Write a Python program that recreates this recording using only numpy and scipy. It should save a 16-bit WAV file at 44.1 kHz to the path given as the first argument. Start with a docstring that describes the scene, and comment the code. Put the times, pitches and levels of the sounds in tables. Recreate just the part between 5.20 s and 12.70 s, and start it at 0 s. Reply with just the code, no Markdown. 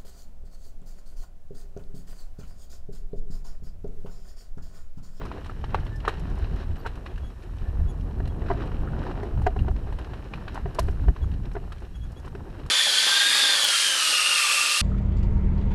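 """A mountain bike's tyres rush and crunch down a dirt trail: shaped noise, grains and short decaying tones.
Stones strike the bike as damped sines with noise bursts, pebbles crack, short tones ring and rubber squeaks.
Bumps ring the frame's modes and rattle loose parts; the disc brakes chirp as gliding harmonic tones.
Wind buffets the microphone as low noise, with a band of flutter and tyre rumble above it and a faint hiss.
All but brakes, wind and rumble is coloured by the resonances of the plastic housing round the microphone."""
import sys
import numpy as np
from scipy import signal
from scipy.fft import rfft, irfft, next_fast_len
from scipy.io import wavfile
from scipy.ndimage import uniform_filter1d, map_coordinates

SR = 44100
rng = np.random.default_rng(int(sys.argv[2]) if len(sys.argv) > 2 else 0)


def master(y):
    """Save y as 16-bit WAV."""
    cut = np.clip(np.atleast_2d(y).T, -1, 1)
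    pcm = np.round(cut * 32767)  # scale
    wavfile.write(sys.argv[1], SR, pcm.astype(np.int16))


N = 330750

# the tyres, louder with speed and on looser ground: time_s, base_roll_db, base_grit_db
TYRE_LEVELS = [(0.0, -40, -57), (0.29, -47, -59.5), (0.81, -47.5, -63.5), (1.1, -45, -58.5),
               (1.9, -47.5, -65.5), (2.2, -52.5, -65.5), (2.4, -48.5, -64.5), (3.07, -43, -69.5),
               (3.38, -38.5, -60.5), (3.7, -38.5, -62), (3.92, -38, -58), (4.25, -43, -64.5),
               (5.0, -46, -60), (5.75, -44.5, -60.5), (5.95, -50.5, -63), (6.3, -48, -66),
               (6.83, -54.5, -64), (7.16, -47.5, -67.5), (7.5, -45.5, -60.5)]
# spectrum of crushed grit, also of rattling parts: frequency_hz, relative_density_db
GRIT_SPECTRUM = [(400, 0), (1000, -0.5), (1700, 7), (2600, -0.5), (4000, -4), (5500, -12), (7500, -24),
                 (12000, -32), (16000, -39)]
# spectrum of sand spray and of chain and cable ticks: frequency_hz, relative_density_db
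SPRAY_SPECTRUM = [(1500, -43), (4000, 6.5), (6000, 0), (9000, -2.5), (12000, -6.5), (15500, -31)]
# spectrum of what a stone blow stirs up in the bike: frequency_hz, relative_density_db
THUD_SPECTRUM = [(150, -25.5), (420, -5.5), (600, -6.5), (1050, -9.5), (1800, -11.5), (3000, -28),
                 (8000, -53)]
# low wind, and the band of flutter and tyre rumble above it: time_s, base_buffet_db, band_offset_db
WIND_LEVELS = [(0, -33, -9.5), (.2, -37, -10.5), (.42, -30.5, -8.5), (1.3, -32.5, -9.5), (1.85, -34.5, -10),
               (2.2, -36.5, -15.5), (2.55, -31, -11), (2.95, -29.5, -6), (3.4, -29, -8.5), (3.7, -29, -4),
               (4.05, -30.5, -8), (4.48, -27.5, -8), (4.68, -28, -13), (5.08, -39, -4.5), (5.3, -33.5, -9),
               (5.7, -34, -11), (6.2, -29.5, -8), (6.6, -37, -13.5), (6.85, -38, -8), (7.2, -38.5, -6),
               (7.5, -41, -8.5)]
# random unrest of both bands: dB per unit of a random curve, knots per second
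UNREST_DB, UNREST_PER_S = 1.83, 12


def amp(db):
    """Level law: decibels to an amplitude gain."""
    return 10 ** (np.asarray(db) / 20)


def unit(x):
    """Power normalisation: scale to rms 1."""
    return x / np.sqrt(np.mean(x ** 2) + 1e-20)


def curves(rows):
    """Linear interpolation: one value per sample for each column after the time."""
    s, *cols = np.transpose(rows)
    return [np.interp(np.arange(N) / SR, s, c) for c in cols]


def wobble(rate):
    """Slow random modulation: a smooth curve through random knots, rate of them a second."""
    knots = rng.standard_normal(int(N * rate / SR) + 4)
    return map_coordinates(knots, [np.arange(N) * rate / SR])


def causal(x, level_of):
    """Minimum-phase filtering: the folded cepstrum turns a level in dB over frequency into a causal filter."""
    m = 2 * next_fast_len(len(x) // 2 + 4096)
    cepstrum = irfft(np.log(amp(level_of(np.fft.rfftfreq(m, 1 / SR)))))
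    cepstrum[1:m // 2] *= 2
    cepstrum[m // 2 + 1:] = 0
    response = np.exp(rfft(cepstrum))
    return irfft(rfft(x, m) * response)[:len(x)]


def colour(x, spectrum):
    """Spectral shaping: filter x by (Hz, dB) points joined along log frequency, at rms 1."""
    f, db = np.transpose(spectrum)
    return unit(causal(x, lambda hz: np.interp(np.log(hz + 1), np.log(f), db)))


def fade(t, t60):
    """Exponential damping: a decay of 60 dB in t60 seconds."""
    return np.exp(-np.log(1000) * t / t60)


def add(track, s, sound):
    """Superposition: mix a sound into the track at time s."""
    part = track[max(round(s * SR), 0):][:len(sound)]
    part += sound[:len(part)]


def swells(rows):
    """Level modulation: a half-cosine rise or dip in dB for each (middle s, length s, change dB)."""
    t = np.arange(N) / SR
    return sum(change_db * np.cos(np.pi * np.clip((t - s) / length, -.5, .5))
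               for s, length, change_db in rows)


def grains(rate, spread_db):
    """Shot noise: sparse impulses of uneven size and random sign, on average rate a second."""
    size = amp(spread_db * np.minimum(rng.exponential(size=N), 4))
    return unit((rng.random(N) < rate / SR) * size * rng.choice([-1, 1], N))


def scatter(t, spectrum, rise, t60, tail_db, tail_t60):
    """Granular contact: shaped noise swells, dies fast and leaves a ragged trickle."""
    drift = uniform_filter1d(rng.standard_normal(len(t)), size=130)
    ragged = unit(amp(5 * unit(drift)))
    decay = fade(t, t60) + amp(tail_db) * ragged * fade(t, tail_t60)
    shape = (1 - np.exp(-t / rise)) ** 2 * decay
    return colour(rng.standard_normal(len(t)) * shape, spectrum)


def tyres():
    """Rolling noise: knobs patter on packed dirt and crush grit and pebbles, which come in clumps."""
    # spectrum of knobs on packed dirt: frequency_hz, relative_density_db
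    roll_spectrum = [(120, -7), (250, 4), (370, 5), (560, -3), (750, -4), (1100, -10.5), (1350, -16),
                     (1700, -15.5), (2200, -23), (4000, -35), (9000, -90)]
    # patches of loose gravel that the tyres plough through: middle_s, length_s, change_db
    gravel = [(.03, .08, 1), (.92, .07, 3), (2.41, .08, 6), (1.07, 0.047, 3), (1.24, 0.12, 5.5),
              (1.41, 0.092, 9), (3.28, .07, 8), (3.325, 0.045, 5), (3.42, 0.091, 7), (3.51, .08, 2),
              (3.61, .08, 2), (3.68, .05, -1), (3.85, .07, 3), (4.06, .05, 4), (5.32, .08, 4),
              (7.06, .06, 4), (7.37, 0.11, 2.5)]
    roll_db, grit_db = curves(TYRE_LEVELS)
    grit_db = grit_db + swells(gravel) - .7
    clumps = wobble(35)
    patter = rng.standard_normal(N) + amp(-9.0) * grains(rate=360, spread_db=1.0)
    crush = rng.standard_normal(N) + amp(-7.0) * grains(rate=420, spread_db=2.0)
    roll = amp(roll_db - 0.96 + 2.56 * clumps) * colour(patter, roll_spectrum)
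    grit = amp(grit_db + 3.5 + 1.34 * clumps) * colour(crush, GRIT_SPECTRUM)
    tick_db = (roll_db + grit_db) / 2 - 1 + clumps
    return roll + grit + amp(tick_db) * pebbles(rate=240, spread_db=4.3)


def pebbles(rate, spread_db):
    """Damped oscillation: small stones tick under the tread, each at its own pitch for a cycle or two."""
    rows = rng.random((int(rate * N / SR), 3))
    t = np.arange(SR // 100) / SR
    hz = 800 * 5 ** rows[:, 1:2]
    # the higher the pitch, the weaker the tick
    size = amp(-spread_db * np.log(rows[:, 2:] + .04)) * 800 / hz
    ticks = size * np.sin(2 * np.pi * hz * t) * fade(t, 2.8 / hz) * (1 - np.exp(-t * hz))
    where = (rows[:, :1] * N).astype(int) + np.arange(len(t))
    return unit(np.bincount(where.ravel(), ticks.ravel(), N)[:N])


def crackle():
    """Brittle fracture and light impact: pebbles snap under the tread; slack chain and cables click higher up."""
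    # pebbles that crack under the tread: start_s, nominal_peak_db
    cracks = [(0.2637, -38), (0.413, -48.5), (0.504, -43.5), (0.605, -46), (0.802, -41), (0.9385, -41),
              (1.2423, -41), (1.3593, -45), (1.7544, -46), (1.958, -45), (2.1011, -48), (2.2218, -48.5),
              (2.384, -47), (2.808, -47), (3.0545, -41.5), (3.7884, -43), (4.5627, -44), (4.8449, -40),
              (4.9746, -53), (5.8336, -48), (6.138, -44), (6.2543, -42.5), (6.5815, -47), (6.6493, -47),
              (7.3003, -47), (7.397, -45)]
    # spectrum of a cracking pebble: frequency_hz, relative_density_db
    snap = [(600, -4), (1500, 4.5), (2800, 3), (4200, -3), (5500, -10.5), (8000, -24), (14000, -33)]
    # chain and cables tick against the frame: start_s, nominal_peak_db
    chain_ticks = [(0.052, -50), (0.6494, -55), (0.7577, -51), (1.0984, -56), (1.1528, -56), (1.1826, -54),
                   (1.3588, -55), (1.755, -57), (4.031, -55), (4.5072, -58), (5.7099, -55), (6.333, -55),
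                   (6.9187, -53), (6.997, -54), (7.0574, -54)]
    # spectrum of their thin metal click: frequency_hz, relative_density_db
    click = [(2500, -20), (5000, 5.5), (7000, -0.5), (10500, -4), (12500, -9), (15500, -22)]
    out, t = np.zeros(N), np.arange(SR // 10) / SR
    for s, peak_db in cracks:
        burst = scatter(t, snap, rise=0.00048, t60=0.033, tail_db=-17.5, tail_t60=0.14)
        add(out, s, amp(peak_db - 18.5) * burst)
    for s, peak_db in chain_ticks:
        burst = scatter(t, click, rise=0.00083, t60=.035, tail_db=-14, tail_t60=0.11)
        add(out, s, amp(peak_db - 18.5) * burst)
    return out


def stones():
    """Impact: a stone scuffs, clacks, bounces once within milliseconds and throws off chips and sand."""
    # single stones, loud and soft, that strike at set times:
    # start_s, nominal_peak_db, pitch_hz, crunch_re_peak_db, spray_re_peak_db
    single_stones = [(0.016, -31, 900, -16, -42), (0.052, -34, 1150, -15, -36),
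                     (0.115, -28.5, 1100, -16, -45), (0.296, -28, 1300, -24, -41),
                     (0.44, -29, 910, -12, -40), (0.545, -12, 850, -25, -52), (0.664, -38, 1000, -7, -30),
                     (0.85, -26.5, 960, -11, -55), (0.862, -35, 1100, -14, -45),
                     (0.878, -11, 1106, -18, -37), (0.891, -24.5, 900, -12, -30),
                     (0.994, -44.5, 1060, -20, -14), (1.662, -25, 1500, -12.5, -31),
                     (1.669, -31, 900, -8.5, -27), (1.861, -35, 846, -3.5, -46),
                     (1.977, -40, 1390, -8, -23), (2.91, -50, 1100, -5, -35), (3.074, -40.5, 721, -7, -17),
                     (3.262, -38, 1390, -10, -36), (3.285, -35, 1400, -10, -40),
                     (3.405, -34, 1270, -15, -40), (3.42, -34, 1230, -11.5, -41),
                     (3.48, -42, 1200, -27, -44), (3.515, -39, 1490, -13, -40),
                     (3.674, -34, 1310, -26, -45), (3.686, -38, 1450, -21, -42),
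                     (3.835, -35, 1470, -19, -32), (3.8665, -27, 900, -29, -46),
                     (3.911, -34, 800, -10, -34), (4.175, -32.5, 826, -34, -44),
                     (4.218, -32.5, 850, -21, -28), (4.39, -45.5, 1400, -0.5, -30),
                     (4.724, -34.5, 815, -13, -31), (4.786, -34, 756, -10.5, -26),
                     (4.934, -32.5, 756, -11, -44), (5.136, -29.5, 1010, -10, -45),
                     (5.279, -33.5, 1400, -6.5, -34), (5.343, -39, 896, -16, -15),
                     (5.356, -27, 850, -18, -41), (5.367, -29, 960, -23, -43), (5.376, -26, 930, -32, -44),
                     (5.545, -49.5, 764, 0, -1.5), (5.591, -22, 860, -29, -13.5),
                     (5.962, -32, 1000, -16, -42), (6.114, -48.5, 813, -1.5, -22),
                     (6.314, -37.5, 740, -13.5, -32), (6.52, -38.5, 1320, -5, -20),
                     (7.047, -41, 990, -11, -28), (7.077, -38, 1150, -15, -26),
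                     (7.461, -40, 1090, -15, -17.5)]
    # spectrum of a struck stone's crunch: frequency_hz, relative_density_db
    crumbs = [(400, -4), (1000, 3.5), (1800, 9), (2500, 4.5), (3300, 1), (4100, -0.5), (5000, -9.5),
              (7500, -24.5), (16000, -42)]
    out, t = np.zeros(N), np.arange(SR // 5) / SR
    lead = t[:len(t) // 4]
    contact = fade(t, .008) * (1 - np.exp(-t / .0005)) ** 2
    for s, peak_db, hz, crunch_db, spray_db in list(single_stones) + small_stones():
        clack = np.sin(2 * np.pi * hz * t) * contact
        bounce_s = rng.uniform(0.00184, 0.00281)
        bounce_hz = hz * rng.uniform(0.83, 1.27)
        add(clack, bounce_s, 0.62 * np.sin(2 * np.pi * bounce_hz * t) * contact)
        add(out, s, amp(peak_db - 23) * unit(clack))
        # the tread squeezes the stone just before it flies
        scuff = colour(rng.standard_normal(len(lead)) * fade(lead, 0.45)[::-1], THUD_SPECTRUM)
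        add(out, s - len(lead) / SR, amp(peak_db - 35.5) * scuff)
        thud = scatter(t, THUD_SPECTRUM, rise=0.00025, t60=0.019, tail_db=-20.0, tail_t60=0.3)
        add(out, s, amp(peak_db - 26.5) * thud)
        # a chip snaps off and rings higher than the stone
        chip_hz = rng.uniform(2130, 3300)
        chip = np.sin(2 * np.pi * chip_hz * t) * fade(t, 0.0053) * (1 - np.exp(-t / 0.00036))
        add(out, s + .001, amp(peak_db + crunch_db + 10) * chip)
        crunch = scatter(t, crumbs, rise=0.00057, t60=0.048, tail_db=-21.5, tail_t60=0.85)
        add(out, s + 0.001467, amp(peak_db + crunch_db - 15.0) * crunch)
        spray = scatter(t, SPRAY_SPECTRUM, rise=0.00097, t60=0.033, tail_db=-29, tail_t60=0.5)
        add(out, s + 0.00107, amp(peak_db + spray_db - 13) * spray)
    return out


def small_stones():
    """Random excitation: the tread flicks up small stones at random, harder where the ground is loose."""
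    stones_per_s = 3
    _, grit_db = curves(TYRE_LEVELS)
    draws = rng.random((int(stones_per_s * N / SR), 5))
    rows = []
    for moment, *traits in draws:
        i = int(moment * N)
        # each trait is spread evenly either side of its mean
        level, pitch, crunch, spray = 2 * np.array(traits) - 1
        rows.append((i / SR, grit_db[i] + 7.5 + 1.9 * level, 1000 + 220 * pitch, 5.3 * crunch, -13 + 3.3 * spray))
    return rows


def pings():
    """Damped mode pairs: short ringing tones sound with some stone strikes and frame bumps."""
    # short ringing tones: start_s, pitch_hz, relative_level_db, t60_s
    tones = [(.546, 1450, -19, .009), (0.881, 3920, -25.5, 0.022), (.882, 1156, -27, 0.052),
             (3.302, 1000, -19, 0.026), (3.733, 1440, -33.5, 0.027), (4.2685, 6900, -35.5, 0.0099),
             (4.389, 2780, -32.5, 0.025), (5.137, 2470, -16.5, 0.0099), (5.28, 2570, -34, 0.021),
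             (5.282, 1510, -38, .03), (5.586, 608, -11.5, 0.025), (5.586, 1006, -15.5, 0.035),
             (6.354, 1500, -31, 0.02), (6.524, 1350, -38, 0.027)]
    rise_s, pair_ratio, pair_db = 0.0011, 1.1, -13
    out, t = np.zeros(N), np.arange(SR // 10) / SR
    for s, hz, db, t60 in tones:
        upper = np.sin(2 * np.pi * (pair_ratio * hz * t + rng.random()))
        pair = np.sin(2 * np.pi * hz * t) + amp(pair_db) * upper
        add(out, s, amp(db) * pair * fade(t, t60) * (1 - np.exp(-t / rise_s)))
    return out


def squeak():
    """Stick-slip: rubber squeaks on a pinched stone, with a dull scrub, until the stone shoots out."""
    # the one squeak of the tread: start_s, length_s, mean_pitch_hz, relative_level_db
    s, length, hz, db = (1.643, .034, 915, -34.5)
    out = np.zeros(N)
    n = int(length * SR)
    pitch = hz * (1 + .02 * wobble(300)[:n])
    phase = 2 * np.pi * np.cumsum(pitch) / SR
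    scrub = amp(-4) * colour(rng.standard_normal(n), THUD_SPECTRUM)
    add(out, s, amp(db) * (np.sin(phase) + scrub) * signal.windows.tukey(n, .8))
    return out


def frame():
    """Modal ringing: bumps throw loose parts at the frame; blow and weak rebound ring its modes together."""
    # bumps that clunk the frame: start_s, nominal_peak_db, low_ring_db, pitch_ratio,
    # crunch_re_peak_db, rattle_re_peak_db
    bumps = [(.879, -18, -3, 1.08, -19, -19), (1.657, -25.5, -3, 1.06, -8, -27),
             (3.0, -23.5, -13, 0.93, -13.5, -32), (3.217, -24, -8, 0.92, -13.5, -28.5),
             (3.301, -12, -15, 0.97, -32, -36), (3.311, -13.5, -18, 0.96, -15.5, -32.5),
             (4.03, -20, -9, 1, -17, -30), (4.2634, -11, -15, 1.015, -14, -24.5),
             (4.2675, -9.5, -20, 0.972, -15.5, -29.5), (4.362, -20, -12.5, 1.01, -19.5, -35),
             (4.48, -18.5, -14.5, 0.96, -17, -31), (5.456, -19, -10, 0.98, -18, -42),
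             (5.587, -14.5, -19.5, 0.949, -20, -15.5), (5.682, -21.5, -9, 1, -12, -25),
             (5.881, -18.5, -11.5, 0.97, -13, -34), (6.35, -22, -8.5, 1.03, -18, -30),
             (6.364, -19, -12.5, 0.94, -16, -41), (7.149, -25, -5, 0.97, -11, -25)]
    # the frame's modes before each bump's scaling: frequency_hz, relative_level_db, t60_s
    modes = [(325, -18, 0.07), (406.5, 0, 0.065), (697.6, -1.5, 0.077), (740, -1.5, 0.07),
             (980, 3.5, 0.032), (1244, -9, 0.043), (1424, -7.5, 0.031), (1860, -18, 0.04),
             (2070, -7.5, 0.032)]
    # spectrum of loose parts chattering after a bump: frequency_hz, relative_density_db
    chatter_spectrum = [(600, -21), (1100, -14), (1400, 2), (1800, 7), (2300, -7), (3000, -11), (4500, -39),
                        (8000, -54)]
    rebound_s, rebound_db = 0.0026, -10.5
    out, t = np.zeros(N), np.arange(SR // 6) / SR
    hz, db, t60 = np.transpose(modes)[:, :, None]
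    for s, peak_db, low_db, ratio, crunch_db, rattle_db in bumps:
        strength = amp(db + (low_db + 17.0) * (hz < 600))
        pitch = ratio * hz * np.exp(.012 * rng.standard_normal(hz.shape))
        ring = np.sum(strength * np.sin(2 * np.pi * pitch * t) * fade(t, t60), axis=0)
        ring = ring * (1 - np.exp(-t / 0.001))
        clunk = ring.copy()
        add(clunk, rebound_s, amp(rebound_db) * ring)
        add(out, s, amp(peak_db - 23.5) * unit(clunk))
        chatter = scatter(t, chatter_spectrum, rise=0.00094, t60=0.017, tail_db=-28, tail_t60=.1)
        add(out, s + 0.00096, amp(peak_db + crunch_db - 22.0) * chatter)
        rattle = scatter(t, GRIT_SPECTRUM, rise=0.0018, t60=0.026, tail_db=-26, tail_t60=0.12)
        add(out, s + 0.001034, amp(peak_db + rattle_db - 13.0) * rattle)
        # the chain and cables tick on top
        ticks = scatter(t, SPRAY_SPECTRUM, rise=0.00092, t60=0.018, tail_db=-28, tail_t60=.1)
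        add(out, s + 0.0016, amp(peak_db + rattle_db - 41.0) * ticks)
    return out


def brakes():
    """Friction-driven vibration: a pad grazes the rotor, which sings with late rough overtones and rings on."""
    # brake chirps: start_s, length_s, middle_pitch_hz, rise_hz,
    # relative_fundamental_db, relative_overtone_db
    chirps = [(.698, .092, 1760, 25, -54, -85), (.753, .02, 5150, 0, -63, -85),
              (1.57, .04, 12100, -60, -70, -100), (1.585, .04, 4600, 0, -69, -95),
              (1.885, .04, 3300, 0, -70, -88), (2.012, .09, 3330, 28, -66.5, -78),
              (2.42, .115, 1750, 10, -63, -87), (2.57, .09, 1760, 0, -68, -90),
              (2.664, .056, 3375, 27, -64.5, -68), (3.085, .039, 3280, 4, -67, -85),
              (6.008, .046, 3340, -110, -63, -72), (6.733, .045, 3315, -50, -61, -73),
              (6.802, .055, 3330, 80, -61.5, -74), (6.95, .056, 3360, 220, -63, -72)]
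    overtone_lag_s, overtone_rough_rad = .011, .7
    rotor_t60_s, rotor_gain = .18, .32
    out, waver = np.zeros(N), .004 * wobble(400)
    for s, length, hz, rise_hz, db, overtone_db in chirps:
        n = int(length * SR)
        pitch = hz * (1 + waver[int(s * SR):][:n]) + rise_hz * np.linspace(-.5, .5, n)
        phase = 2 * np.pi * np.cumsum(pitch) / SR
        swell = signal.windows.tukey(n, .8)
        rasp = overtone_rough_rad * unit(uniform_filter1d(rng.standard_normal(n), size=90))
        add(out, s, amp(db) * np.sin(phase) * swell)
        for k in range(2, 4):
            if k * hz < SR / 2:
                overtone = np.sin(k * phase + (k - 1) * rasp) * swell
                add(out, s + overtone_lag_s, amp(overtone_db) / (k / 2) * overtone)
    out = out * amp(5.5 + 2.5 * wobble(90))
    # decaying noise stands for the dense ringing of the disc
    t = np.arange(SR // 4) / SR
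    ring = rng.standard_normal(len(t)) * fade(t, rotor_t60_s)
    return out + rotor_gain * signal.fftconvolve(out, ring / np.linalg.norm(ring))[:N]


def wind_and_rumble():
    """Turbulent pressure: wind buffets low; a separately levelled band of flutter and tyre rumble lies above."""
    # spectrum of the low buffeting: frequency_hz, relative_density_db
    buffet_spectrum = [(8, -14.5), (22, -1), (45, 0), (75, -4.5), (105, -14), (170, -28.5), (400, -81)]
    # spectrum of flutter and tyre rumble: frequency_hz, relative_density_db
    upper_spectrum = [(40, -25), (75, -7.5), (100, -2.5), (150, -6), (220, -13), (330, -23.5), (600, -41.5),
                      (2000, -81)]
    upper_growth = 0.79  # dB of the upper band for each dB of buffet
    buffet_db = airflow()
    mean_db = buffet_db.mean()
    _, offset_db = curves(WIND_LEVELS)
    upper_db = mean_db + offset_db + upper_growth * (buffet_db - mean_db)
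    upper_db = upper_db + UNREST_DB * wobble(UNREST_PER_S)
    buffet = amp(buffet_db) * even_noise(buffet_spectrum, span=0.078)
    return buffet + amp(upper_db) * even_noise(upper_spectrum, span=0.089)


def airflow():
    """Unsteady flow: wind strength in dB from the base flow, gusts, lulls and random unrest."""
    # single gusts that thump over the flow: crest_s, length_s, boost_db
    gusts = [(.02, 0.14, 3), (.77, 0.1, 1), (1.138, 0.088, 9), (1.226, 0.085, 8), (1.333, 0.068, 4),
             (1.516, 0.11, 8), (1.955, 0.071, 4), (2.057, 0.08, 5), (2.425, 0.058, 10), (2.497, 0.061, 8),
             (2.629, 0.15, 9.5), (2.7, 0.051, 6.5), (3.622, .09, 7), (4.184, 0.12, 6.5), (4.268, 0.11, 8),
             (4.408, 0.1, 6), (4.525, 0.089, 5.5), (5.465, .088, 10), (5.672, 0.21, 13.5), (5.832, 0.1, 11),
             (5.894, 0.071, 19), (6.043, .085, 5), (6.125, 0.073, 2.5), (6.838, 0.18, 9),
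             (7.45, 0.056, 10.5)]
    # lulls between the gusts: trough_s, length_s, change_db
    lulls = [(.16, 0.069, -2), (.97, 0.11, -2), (1.77, 0.077, 0), (2.14, 0.069, -5), (2.23, .07, -7),
             (2.76, 0.053, -4), (4.86, .06, -3), (5.07, .07, -3), (5.22, .06, -3), (5.535, 0.054, -4),
             (5.96, .06, -10), (6.69, 0.07, -3.5), (6.95, .06, 0)]
    flow_db, _ = curves(WIND_LEVELS)
    return flow_db + swells(gusts) + swells(lulls) + UNREST_DB * wobble(UNREST_PER_S)


def even_noise(spectrum, span):
    """Short-term power normalisation: coloured noise whose strength is evened out over span seconds."""
    x = colour(rng.standard_normal(N), spectrum)
    return x / np.sqrt(np.abs(uniform_filter1d(x ** 2, int(span * SR))) + 1e-6)


def hiss():
    """Stationary noise: a faint, steady coloured hiss."""
    # spectrum of the hiss: frequency_hz, relative_density_db
    hiss_spectrum = [(1000, 1.5), (5000, 3.5), (9000, -1), (12000, -2.5), (15500, -8.5)]
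    return amp(-69) * colour(rng.standard_normal(N), hiss_spectrum)


def housing(x):
    """Resonant transmission: Gaussian peaks and hollows in level colour sound passing the housing."""
    # resonances and hollows of the housing: frequency_hz, width_hz, gain_db
    resonances = [(2146, 247, -5), (2900, 150, 2), (3470, 210, -4.5), (3970, 160, 1), (4730, 320, -3),
                  (5460, 390, 1.5), (6330, 280, -1.5), (6800, 130, 0.5), (7850, 160, 0.5), (8400, 290, 1.5),
                  (10500, 300, 1)]
    return causal(x, lambda f: sum(db * np.exp(-((f - hz) / width) ** 2) for hz, width, db in resonances))


def scene():
    """Superposition: bike and hiss pass the housing; brakes, wind and rumble add to them directly."""
    bike = tyres() + frame() + stones() + crackle() + pings() + squeak()
    return (housing(bike + hiss()) + brakes() + wind_and_rumble())[None]


def record(dry):
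    """Band limiting: the microphone keeps nothing at or above its top frequency."""
    top_hz = 15400
    m = next_fast_len(N + SR // 2)
    passed = np.fft.rfftfreq(m, 1 / SR) < top_hz
    return irfft(rfft(dry, m) * passed, m)[:, :N]


dry = scene()
out = record(dry)
master(out)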